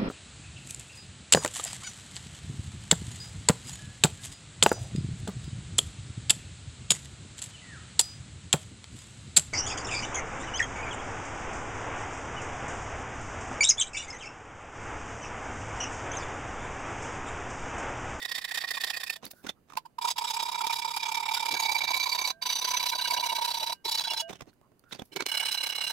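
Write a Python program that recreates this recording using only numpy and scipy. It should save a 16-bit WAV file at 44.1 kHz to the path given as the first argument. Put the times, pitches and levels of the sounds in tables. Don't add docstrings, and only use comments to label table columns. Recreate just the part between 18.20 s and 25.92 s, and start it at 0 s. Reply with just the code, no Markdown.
import sys
import numpy as np
from scipy import signal
from scipy.fft import rfft, irfft
from scipy.io import wavfile
from scipy.ndimage import uniform_filter1d

SR = 44100
rng = np.random.default_rng(int(sys.argv[2]) if len(sys.argv) > 2 else 0)


def master(y):
    cut = np.clip(np.atleast_2d(y).T, -1, 1)
    pcm = np.round(cut * 32767)
    wavfile.write(sys.argv[1], SR, pcm.astype(np.int16))


def to_linear_factor(level_db):
    exponent = np.asarray(level_db, float) / 20
    return 10 ** exponent


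N = 340452
SPLIT_HZ = 2600


def unit(x):
    return x / np.sqrt(np.mean(np.abs(x) ** 2))


def read(table, hz):
    f, v = np.transpose(table)
    return np.interp(np.log(np.maximum(hz, 1)), np.log(f), v)


def walk(n, rate):
    hold = int(SR / rate)
    steps = np.repeat(rng.standard_normal(n // hold + 1), hold)
    return 1.2 * uniform_filter1d(steps, hold)[:n]


def grit(n, scatter_db):
    bite_db = scatter_db * np.minimum(rng.exponential(size=n), 4)
    return rng.standard_normal(n) * to_linear_factor(bite_db)


# (frequency [Hz], likeness [0-1])
ALIKE = [(60, .3), (250, .8), (1500, .1), (7500, .15), (8800, .7), (16000, .62)]
# (frequency [Hz], level [dB])
LEFT_DB = [(60, -2), (200, -3), (500, -6.5), (2400, -9.5), (4400, -5), (9000, -2), (13000, -4)]


def hiss(colour, scatter_db, ripple_db):
    hz = np.fft.rfftfreq(N, 1 / SR)
    ripple = ripple_db * walk(len(hz), rate=30) * (hz > SPLIT_HZ)
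    alike = np.clip(read(ALIKE, hz), 0, 1)
    mid = rfft(unit(grit(N, scatter_db)))
    side = rfft(unit(grit(N, scatter_db)))
    sign = np.array([[1], [-1]])
    pair = np.sqrt(1 + alike) * mid + sign * np.sqrt(1 - alike) * side
    level_db = read(colour, hz) + ripple + sign * read(LEFT_DB, hz) / 2
    return unit(irfft(pair * to_linear_factor(level_db), N))


# (frequency [Hz], phase [rad])
LEFT_LEAD = [(100, .2), (800, 1.3), (1900, .4), (2300, -1.2), (4000, 1.1), (8000, 0)]


def ears(z, hz):
    half = to_linear_factor(read(LEFT_DB, hz) / 2)
    lead = np.exp(1j * read(LEFT_LEAD, hz))
    return np.real([z * half * lead, z / half])


def ring(push, hz, width_hz, steady):
    turn = np.exp(2j * np.pi * np.cumsum(hz) / SR)
    z = signal.lfilter([1], [1, -np.exp(-np.pi * width_hz / SR)], push / turn)
    z = signal.lfilter([1], [1, -np.exp(-5 * np.pi * width_hz / SR)], z)
    swing = uniform_filter1d(np.abs(z), int(SR / width_hz / 2))
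    return unit(z * turn / swing ** np.clip(steady, 0, 1))


def puffs(centre_s, spread_ms, db, stretch, square, skew):
    power, k = np.full(N, 1e-18), np.arange(-3000, 3000)
    for centre, spread, gain in zip(centre_s, spread_ms, to_linear_factor(db)):
        at = int(centre * SR) + k
        u = k / SR * 1000 / (stretch * spread) + skew
        u = u / np.where(u < 0, 1 - skew, 1 + skew)
        ok = (at >= 0) & (at < N)
        power[at[ok]] += (gain ** 2 * np.exp(-np.abs(u) ** square))[ok]
    return np.sqrt(power)


# (far turn-round [s], bright ring on push [dB], bright on pull [dB],
# deep ring on push [dB], deep on pull [dB])
TIP_CYCLES = [(0.041, -39.5, -35.5, -39, -35.0), (0.106, -41, -34, -43, -33),
              (0.171, -35, -36, -37.5, -35.5), (0.236, -45.5, -36, -44, -34), (0.303, -44, -40, -41, -32.5),
              (0.367, -38, -33, -36.5, -31.5), (0.4313, -37.5, -40, -40, -31.5),
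              (0.499, -39, -36.5, -40, -30), (0.563, -37, -38, -38.5, -34),
              (0.6287, -37.5, -32.5, -38, -30), (0.692, -37.5, -33, -41, -34.5),
              (0.758, -42, -36, -35.5, -34.5), (0.824, -42, -38, -41, -36), (0.889, -44.5, -36.5, -41, -30),
              (0.949, -42.5, -45, -45, -46.5)]
FRESH_CYCLES = [(1.839, -40, -38.5, -35, -26), (1.898, -34.5, -29.5, -30.5, -39),
                (2.035, -43, -37.5, -32, -31), (2.096, -34.5, -35, -38.5, -33),
                (2.158, -36, -40, -37, -30.5), (2.217, -34, -34, -34, -32), (2.277, -37.5, -39, -35, -32.5),
                (2.34, -40.5, -36, -36, -32), (2.402, -40, -37.5, -33.5, -30),
                (2.461, -42, -35.5, -28.5, -33), (2.52, -39, -34, -28.5, -31.5),
                (2.58, -37, -39.5, -37, -35), (2.641, -39.5, -38.5, -35.5, -30.5),
                (2.7, -38, -38, -34.5, -35), (2.7587, -40.5, -39, -35.0, -32),
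                (2.82, -39.5, -33, -38.5, -33), (2.877, -37.5, -37, -33, -32),
                (2.937, -42.5, -35, -32.5, -32), (2.992, -38.5, -39.5, -29.5, -33.5),
                (3.049, -42, -38, -31.5, -34), (3.105, -38.5, -35.5, -29.5, -30),
                (3.1611, -32.5, -35.5, -34, -32), (3.219, -35.5, -38.5, -34.5, -30.5),
                (3.276, -36, -38.5, -32.5, -31)]
DEEPER_CYCLES = [(3.333, -32, -32, -35, -32), (3.388, -36, -30, -32.5, -31),
                 (3.447, -29.5, -30, -31, -29.5), (3.51, -35, -30.5, -27.5, -33),
                 (3.574, -33, -30, -27, -42), (3.631, -35, -31.5, -30, -34.5),
                 (3.699, -33, -31, -31.5, -30), (3.76, -31, -31.0, -28.5, -33.5),
                 (3.823, -30.5, -29, -32, -35.5), (3.883, -33, -31, -30.5, -37.5),
                 (3.942, -29.5, -32, -32, -33.5), (4.006, -31, -31.5, -33.5, -34),
                 (4.0668, -29.5, -32.5, -32, -36.5)]
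LONG_CYCLES = [(4.317, -28.0, -28.0, -35.5, -43.5), (4.377, -28.5, -31, -41, -44.5),
               (4.438, -31.5, -28, -36.5, -39), (4.4987, -32.5, -29.5, -31.5, -33.5),
               (4.56, -33, -26, -28, -41.5), (4.621, -32, -29.5, -33.5, -35),
               (4.682, -30, -28, -33.5, -43.0), (4.744, -34, -32, -31, -37),
               (4.8062, -32, -28.5, -35, -37.0), (4.867, -31, -30.5, -35, -35),
               (4.928, -31, -29, -28, -30.5), (4.99, -33, -30, -30.5, -35.5), (5.052, -35.5, -32, -29, -32),
               (5.1142, -31.5, -34.5, -32, -30.5), (5.176, -31, -36, -33.5, -31),
               (5.238, -32.5, -31, -29, -32), (5.2995, -33.5, -30.5, -31, -37.5),
               (5.364, -32.5, -34, -36.5, -34.5), (5.422, -32, -32, -39.0, -34.5),
               (5.489, -33, -34.5, -37, -34), (5.6746, -32, -29.5, -39, -35),
               (5.7383, -29.5, -28.5, -39.5, -38.5), (5.801, -28.5, -33, -44, -39),
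               (5.865, -31, -33, -46, -36.5), (5.9264, -31.5, -34.5, -37, -37.5),
               (5.991, -31, -29, -40, -37.5)]
NEW_CYCLES = [(7.1088, -35, -30, -39.5, -39.5), (7.1634, -31, -28, -34, -39),
              (7.2195, -30, -30.5, -35, -37), (7.2756, -29.5, -30.5, -39, -41.5),
              (7.3368, -30, -31.5, -43, -40), (7.397, -30.5, -30, -45, -44), (7.455, -31, -31.5, -37, -40),
              (7.5145, -31.5, -35, -44, -42.5), (7.572, -32, -33, -42.5, -40.5),
              (7.631, -30, -30, -43.5, -45), (7.6906, -31, -34, -46, -38.5)]
# (centre [s], spread [ms], bright ring [dB], deep ring [dB])
LONE_STROKES = [(1.577, 3.4, -42.5, -29.5), (1.66, 3.3, -69, -45.5), (1.789, 2.05, -51, -33.5),
                (0.002, 3.5, -49, -48), (1.968, 3.5, -46, -40), (1.989, 4.4, -34, -32.5),
                (4.106, 4, -30, -38.5), (4.229, 4.7, -31, -40.5), (4.267, 5.6, -31, -34.5),
                (5.528, 3.4, -31.5, -34.5), (6.93, 4.8, -51, -56.5), (6.968, 3.7, -44, -39),
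                (7.006, 5.4, -52, -35.5), (7.066, 3.5, -34, -43)]
PUSH_BEFORE_S, PULL_AFTER_S = 0.014, 0.014
PUSH_MS, PULL_MS, TIP_PULL_MS = 5.59, 4.59, 3.08
USUAL_CYCLE_S, LONGER_MS_PER_S = 0.062, 110
USUAL_DB, LONGER_MS_PER_DB = -31.5, 0.08


def strokes():
    cycles = TIP_CYCLES + FRESH_CYCLES + DEEPER_CYCLES + LONG_CYCLES + NEW_CYCLES
    turn, push_db, pull_db, push_deep_db, pull_deep_db = np.transpose(cycles)
    gap = np.diff(turn)
    slow = LONGER_MS_PER_S * np.clip(gap - USUAL_CYCLE_S, -.01, .015) * (gap < .1)
    push_ms = PUSH_MS + np.r_[0, slow] + LONGER_MS_PER_DB * (push_db - USUAL_DB)
    pull_ms = np.where(turn < 1, TIP_PULL_MS, PULL_MS) + np.r_[slow, 0]
    push = [turn - PUSH_BEFORE_S, push_ms, push_db, push_deep_db, -np.ones_like(turn)]
    pull = [turn + PULL_AFTER_S, pull_ms, pull_db, pull_deep_db, np.ones_like(turn)]
    lone = np.vstack([np.transpose(LONE_STROKES), np.zeros(len(LONE_STROKES))])
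    rows = np.hstack([push, pull, lone])
    return rows[:, np.argsort(rows[0])]


def shared(x):
    return x / np.sqrt(uniform_filter1d(np.mean(x, axis=0) ** 2, int(.014 * SR)))


JAW_ECHO, JAW_LAG = .33, 18


def patchy(x, db):
    low = signal.sosfilt(signal.butter(2, 1500, fs=SR, output="sos"), x)
    up = signal.sosfilt(signal.butter(2, 6000, fs=SR, output="sos"), x)
    treble = x - up
    treble = treble + JAW_ECHO * np.roll(treble, JAW_LAG, axis=1)
    return sum(part * to_linear_factor(db * walk(N, rate=45)) for part in (low, up - low, treble))


# (frequency [Hz], width [Hz], level at start [dB], level at end [dB] if it changes)
NARROW_TIP = [(788, 180, -28), (1100, 100, -28), (1878, 85, -5), (2496, 90, -20, -12), (3620, 320, -7),
              (4490, 74, -5), (4900, 70, -14), (5240, 90, -12)]
TRIAL_CUT = [(958, 45, 3), (1510, 62, -18), (4520, 290, -16)]
FRESH_CUT = [(942, 40, 0), (1250, 110, -24), (2345, 70, -21, -11), (3400, 80, -14, -18), (3775, 140, -9),
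             (4850, 110, -8, -13), (6350, 170, -18, -24), (7700, 110, -14, -22)]
DEEPER_CUT = [(930, 55, -2), (800, 120, -20), (2302, 45, 1, -4), (3790, 46, -5), (3998, 45, -2),
              (4580, 60, -2), (4800, 80, -6, -22), (6110, 90, -26, -6), (6488, 50, -8, -26),
              (12380, 200, -26)]
LONG_CUT = [(953, 32, 1), (700, 120, -26), (1565, 70, -25), (2270, 66, -11, -21), (2905, 55, -17),
            (3385, 90, -17), (3770, 50, -6), (3990, 48, 1), (4565, 58, -3, -6), (5720, 90, -26, -9),
            (6040, 90, -2, -21), (8950, 140, -24), (11620, 140, -27), (12300, 160, -24, -31)]
AFTER_PAUSE = [(931, 40, 0), (2240, 75, -12), (2900, 52, -16), (3410, 67, -12), (3740, 50, -9),
               (3985, 50, 1), (4560, 45, -3), (5580, 250, -17), (6560, 80, -14)]
CUT_END = [(915, 42, 0), (700, 90, -18), (1570, 55, -19), (2230, 80, -16), (2890, 35, -12), (3380, 110, -9),
           (3970, 50, 0), (4540, 49, -10), (5370, 110, -11), (6470, 130, -17), (8940, 62, -14)]
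NEW_CUT = [(890, 120, -19), (1570, 75, -17), (2228, 65, -8, -13), (2930, 62, 2, -5), (4055, 55, -13, 3),
           (5990, 150, -21), (8530, 190, -24)]
# (start [s], end [s], modes, rasp against ring [dB], pitch sag as slot grows [share], lean to left [dB])
CUTS = [
    (-.5, 1.07, NARROW_TIP, -1.5, 0, -1.5),
    (1.35, 1.78, TRIAL_CUT, 1.5, 0, 0),
    (1.77, 3.31, FRESH_CUT, -1.5, .02, -.3),
    (3.31, 4.18, DEEPER_CUT, -5, .006, -.7),
    (4.18, 5.6, LONG_CUT, -3.5, .006, 1),
    (5.6, 5.82, AFTER_PAUSE, -3, 0, 2.1),
    (5.82, 6.6, CUT_END, -3, .03, 1.5),
    (6.7, 8.17, NEW_CUT, -2, .03, .4),
]
# (time [s], frequency [Hz])
FLEX = [(0, 1902), (.5, 1872), (.97, 1808), (1.5, 960), (2.4, 937), (3.55, 912), (3.85, 990), (4.9, 961),
        (6.05, 916)]
# (frequency [Hz], density [dB per Hz])
RASP = [(40, -25), (330, -15.5), (800, -4.5), (1300, -7), (5000, -1), (8400, -11), (11000, -10),
        (16000, -15)]
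# (frequency [Hz], gain [dB])
ON_RETURN = [(820, 7.5), (930, 1.5), (1560, 2), (2300, -4), (2900, 0.5), (3700, 1.5), (5500, -2),
             (6100, 5.5), (7500, 1.5)]
BLEND_S = .1
DRAG_SHARE, DRAG_S = 0.24, 0.0093


def saw():
    s, spread, bright_db, deep_db, pulling = strokes()
    bright = puffs(s, spread, bright_db + 0.17, stretch=1.58, square=2.33, skew=0.29)
    deep = puffs(s, spread, deep_db + 0.12, stretch=1.793, square=2.77, skew=.05)
    t, out = np.arange(N) / SR, np.zeros((2, N))
    returning = np.interp(t, s, pulling)
    flex = np.interp(t, *np.transpose(FLEX))
    for t0, t1, modes, rasp_db, sag, lean_db in CUTS:
        first = max(int((t0 - BLEND_S / 2) * SR), 0)
        last = min(int((t1 + BLEND_S / 2) * SR), N)
        cut = slice(first, last)
        n = last - first
        blend = np.sqrt(np.clip(np.minimum(t[cut] - t0, t1 - t[cut]) / BLEND_S + .5, 0, 1))
        rasp = hiss(RASP, scatter_db=2.8, ripple_db=2.2) * to_linear_factor(2.2 * walk(N, rate=260))
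        low, high, depth = 0, 0, np.linspace(0, 1, n)
        for hz, width_hz, *dbs in modes:
            db = dbs[0] + (dbs[-1] - dbs[0]) * depth
            bends = abs(hz / flex[cut].mean() - 1) < .06
            track = flex[cut] if bends else hz * (1 - sag * (depth - .5))
            track = track * (1 + .006 * walk(n, rate=30))
            picked_db = (1.0 if bends else 3.0) * walk(n, rate=50) + walk(n, rate=6)
            picked_db = picked_db + (0 if bends else 3.6) * walk(n, rate=200)
            steady = .7 if hz < SPLIT_HZ else .4
            z = ring(grit(n, scatter_db=2.5), track, .7 * width_hz, steady)
            mode_db = db + picked_db + read(ON_RETURN, hz) * returning[cut]
            voice = to_linear_factor(mode_db) * np.sqrt(width_hz) * ears(z, hz)
            if hz < SPLIT_HZ:
                low = low + voice
            else:
                high = high + voice
        bite = bright[cut] ** 0.68 * deep[cut] ** 0.27
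        drag = signal.lfilter([DRAG_SHARE / DRAG_S / SR], [1, 1 / DRAG_S / SR - 1], bite)
        scrape = np.hypot(bite, drag) * to_linear_factor(rasp_db - 1.35) * patchy(rasp, db=1.5)[:, cut]
        lean = to_linear_factor([[lean_db / 2], [-lean_db / 2]])
        out[:, cut] += lean * blend * (shared(low) * deep[cut] + shared(high) * bright[cut] + scrape)
    return out


# (frequency [Hz], density [dB per Hz])
SHOP = [(30, -11), (150, -3.5), (500, -13), (2500, -31), (16000, -38)]


def room_tone():
    return to_linear_factor(-67) * hiss(SHOP, scatter_db=1.5, ripple_db=2)


def shop_echo(x, t60, delay_s):
    t = np.arange(int(.25 * SR)) / SR
    tails = rng.standard_normal((2, len(t))) * to_linear_factor(-60 * t / t60) * (t > delay_s)
    return signal.fftconvolve(x, tails / np.sqrt(np.sum(tails ** 2) / 2), axes=1)[:, :N]


# (time [s], peak level [dB])
SNAGS = [(0.1156, -29.5), (0.376, -26), (0.6155, -24.5), (0.7023, -22), (1.1124, -37), (1.2685, -34),
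         (1.5713, -23), (1.9824, -33), (2.4688, -19), (2.7691, -24), (3.4002, -23), (3.5164, -25),
         (3.7988, -24), (4.0751, -21), (4.1036, -21), (4.2223, -30), (4.2612, -28), (4.6284, -18),
         (5.796, -19), (5.6516, -31), (5.8386, -27), (5.9349, -20), (6.7236, -38), (6.9611, -21),
         (7.0638, -16), (7.0908, -34)]


def snagging():
    s, db = np.transpose(SNAGS)
    cracks = puffs(s + 0.0012, np.full(len(s), .6), db - 4.5, stretch=1, square=2.2, skew=.3)
    return hiss(RASP, scatter_db=3.0, ripple_db=1.5) * cracks


def friction(rows, width_hz, steady):
    out, k = np.zeros((2, N)), np.arange(-3000, 3000)
    for s, spread_ms, db, hz in rows:
        z = ring(grit(len(k), scatter_db=3.0), np.full(len(k), 1. * hz), width_hz, steady)
        swell = np.exp(-np.abs(k / SR * 1000 / spread_ms) ** 2.3 / 2)
        out[:, int(s * SR) + k] += ears(np.sqrt(2) * z, hz) * to_linear_factor(db) * swell
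    return out


# (centre [s], spread [ms], level [dB], frequency [Hz])
SQUEALS = [(.578, 4.7, -38, 1080), (2.41, 4.6, -38.5, 1327), (3.175, 6.6, -39.5, 1416),
           (4.738, 5, -39.5, 1514), (4.8, 4.6, -38, 1560), (4.86, 4.8, -36.5, 1570), (4.796, 5, -37, 2870),
           (4.854, 11, -38, 2890), (4.925, 3.8, -40, 674), (4.981, 4.5, -33.5, 2920), (4.99, 6.4, -38, 694),
           (5.045, 6.8, -41, 2890), (5.108, 4.6, -38, 2900), (5.43, 7.7, -42, 646), (5.66, 7.5, -43.5, 401),
           (5.767, 4.3, -48, 2930), (5.855, 7, -44, 1530), (5.909, 14, -35.5, 2860), (5.92, 6.3, -43, 682),
           (6.928, 6.4, -51.5, 370), (6.968, 8.5, -36.5, 380), (7.006, 5.1, -38, 377), (7.026, 5, -42, 385),
           (7.066, 3.86, -40.5, 390), (7.176, 3.3, -46, 760), (7.232, 4.6, -39, 915),
           (7.292, 4.9, -45, 844), (7.353, 5.8, -44, 835)]


def squealing():
    return friction(SQUEALS, width_hz=42, steady=1.0)


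# (frequency [Hz], ..)
FREE_HZ = (650, 1577, 2900)
# (time [s], length [s], level of each free mode [dB] x 3)
LIFTS = [
    (.965, 0.047, -66, -79, -74),
    (4.125, 0.14, -63, -61.5, -90),
    (5.545, 0.091, -92.5, -70, -66),
    (6.02, 0.1, -45.5, -56, -46),
]


def singing():
    out = np.zeros((2, N))
    for s, length, *dbs in LIFTS:
        t = np.arange(int(length * SR)) / SR
        fade = np.clip(np.minimum(t / 0.0026, (length - t) / 0.0083), 0, 1)
        for hz, db, t60 in zip(FREE_HZ, dbs, (1.5, .7, .3)):
            cycles = hz * (t + .3 * t ** 2 * (hz < 1000)) + rng.random()
            z = to_linear_factor(db - 60 * t / t60) * fade * np.exp(2j * np.pi * cycles)
            out[:, int(s * SR):int(s * SR) + len(t)] += ears(np.sqrt(2) * z, hz)
    return out


# (centre [s], spread [ms], thud [dB],
# clack [dB], clack frequency [Hz])
KNOCKS = [(1.033, 3.5, -47, -46, 1050), (1.045, 4.7, -49, -42, 3770), (1.065, 6.4, -50, -43, 4570),
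          (1.113, 3.6, -72, -53, 5040), (1.136, 2.3, -54, -61, 1500.0), (1.248, 5, -43, -44.5, 755),
          (1.27, 2.2, -41, -32.5, 1490), (1.294, 3.5, -41.5, -29.5, 3600),
          (1.505, 7.4, -66, -52, 1180), (1.523, 1.1, -59, -43, 1220), (1.536, 2, -53, -45, 940),
          (1.555, 1.2, -46, -45, 960),
          (6.103, 5.3, -40.5, -37, 520), (6.132, 3.1, -44, -38.5, 3530),
                (6.158, 4.9, -55, -49, 3060), (6.195, 3.7, -59, -55, 2930.0), (6.21, 0.96, -48, -31.5, 690),
                (6.221, 2.4, -38.5, -40.5, 714), (6.278, 6.3, -52.5, -60, 715),
                (6.297, 3.4, -63, -59, 4270), (6.416, 1.7, -57, -75, 714), (6.52, 3.1, -58.5, -89, 698),
                (6.642, 2.3, -61.5, -65, 1370.0), (6.728, 6.1, -45.5, -39, 3640),
                (6.755, 6.2, -51, -42.5, 4650), (6.796, 4, -41, -41.5, 3550), (6.821, 1.7, -35.5, -37, 680),
                (6.969, 3.3, -46, -30.5, 4300), (7.007, 2.3, -49, -25, 4070), (7.023, 3.5, -44, -34, 4350)]


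def handling():
    s, spread, thud_db, clack_db, clack_hz = np.transpose(KNOCKS)
    nearest = np.searchsorted((s[1:] + s[:-1]) / 2, np.arange(N) / SR)
    bench_hz = (150 + 150 * rng.random(len(s)))[nearest]
    thud = ears(ring(grit(N, scatter_db=4.0), bench_hz, width_hz=190, steady=1.0), 450)
    scuff_colour = [(250, -13.5), (700, 0), (4000, -3.5), (8000, -13.5), (16000, -27.5)]
    scuff = hiss(scuff_colour, scatter_db=3.0, ripple_db=4.0)
    clack = ears(ring(grit(N, scatter_db=0.5), clack_hz[nearest], width_hz=270, steady=0.36), 2500)
    breakup = to_linear_factor(3.5 * walk(N, rate=350))
    thuds = thud * puffs(s, spread, thud_db + 7.0, stretch=0.56, square=0.97, skew=0.5)
    thuds = signal.sosfilt(signal.butter(1, 60, "high", fs=SR, output="sos"), thuds)
    contact = to_linear_factor(-4) * scuff + to_linear_factor(-6) * clack
    return thuds + contact * breakup * puffs(s, spread, clack_db, stretch=0.95, square=1.17, skew=0.097)


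# (time [s], peak level [dB], ring frequency [Hz])
TICKS = [(1.052, -38, 3660), (1.065, -31, 4500), (1.268, -29.5, 1470), (1.293, -18.5, 3550),
         (1.503, -39, 1190), (1.523, -35, 1230), (1.535, -39, 969), (6.096, -34, 2180), (6.207, -34, 1130),
         (6.414, -48, 650), (6.258, -52, 620), (6.283, -52, 700), (6.331, -56, 1530), (6.519, -52, 601),
         (6.639, -50, 1360), (6.711, -38, 1490), (6.724, -32, 3850), (6.796, -29, 3400), (6.819, -38, 993)]


def ticks():
    out, t = np.zeros((2, N)), np.arange(600) / SR
    for s, db, hz in TICKS:
        crack = rng.standard_normal((2, len(t))) * to_linear_factor(-60 * t / 0.0021) * [[1.3], [.8]]
        z = np.exp(2j * np.pi * hz * t) * to_linear_factor(-60 * t / 0.018)
        out[:, int(s * SR):int(s * SR) + len(t)] += to_linear_factor(db) * (0.26 * crack + 0.64 * ears(z, hz))
    return out


# (centre [s], spread [ms], level [dB])
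RUSTLES = [(1.054, 2, -35), (1.075, 9.9, -56), (1.114, 5, -41.5), (1.18, 40, -65), (1.235, 8, -66),
           (6.11, 3, -56), (6.132, 4, -57), (6.338, 5, -70), (6.595, 1.1, -55), (6.7, 10, -66),
           (6.756, 4.4, -63), (6.857, 4, -58), (6.86, 30, -70)]


def rustling():
    colour = [(1500, -24), (4500, -1), (8000, -6), (11000, 0.5), (16000, -1.5)]
    air = hiss(colour, scatter_db=4.0, ripple_db=0.5)
    return air * puffs(*np.transpose(RUSTLES), stretch=0.86, square=2, skew=0)


# (centre [s], spread [ms], level [dB], frequency [Hz])
SLIDES = [
    (1.19, 30, -66.5, 1500),
    (1.38, 10, -69.5, 1250),
    (3.335, 25, -47.5, 370),
    (3.36, 13, -44.5, 1590),
    (6.45, 20, -69.5, 1093),
    (6.68, 19, -67.5, 1450),
]


def sliding():
    return friction(SLIDES, width_hz=103, steady=.3)


def scene():
    near = saw() + snagging() + squealing() + handling() + ticks() + rustling() + sliding()
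    echo = to_linear_factor(-16) * shop_echo(near, t60=.075, delay_s=.003)
    return near + singing() + echo + room_tone()


def roll_off(x):
    return signal.sosfilt(signal.butter(12, 16470, fs=SR, output="sos"), x)


def record(dry):
    top_cut = signal.ellip(10, .2, 70, 15760, fs=SR, output="sos")
    return roll_off(signal.sosfilt(top_cut, dry))


dry = scene()
out = record(dry)
master(out)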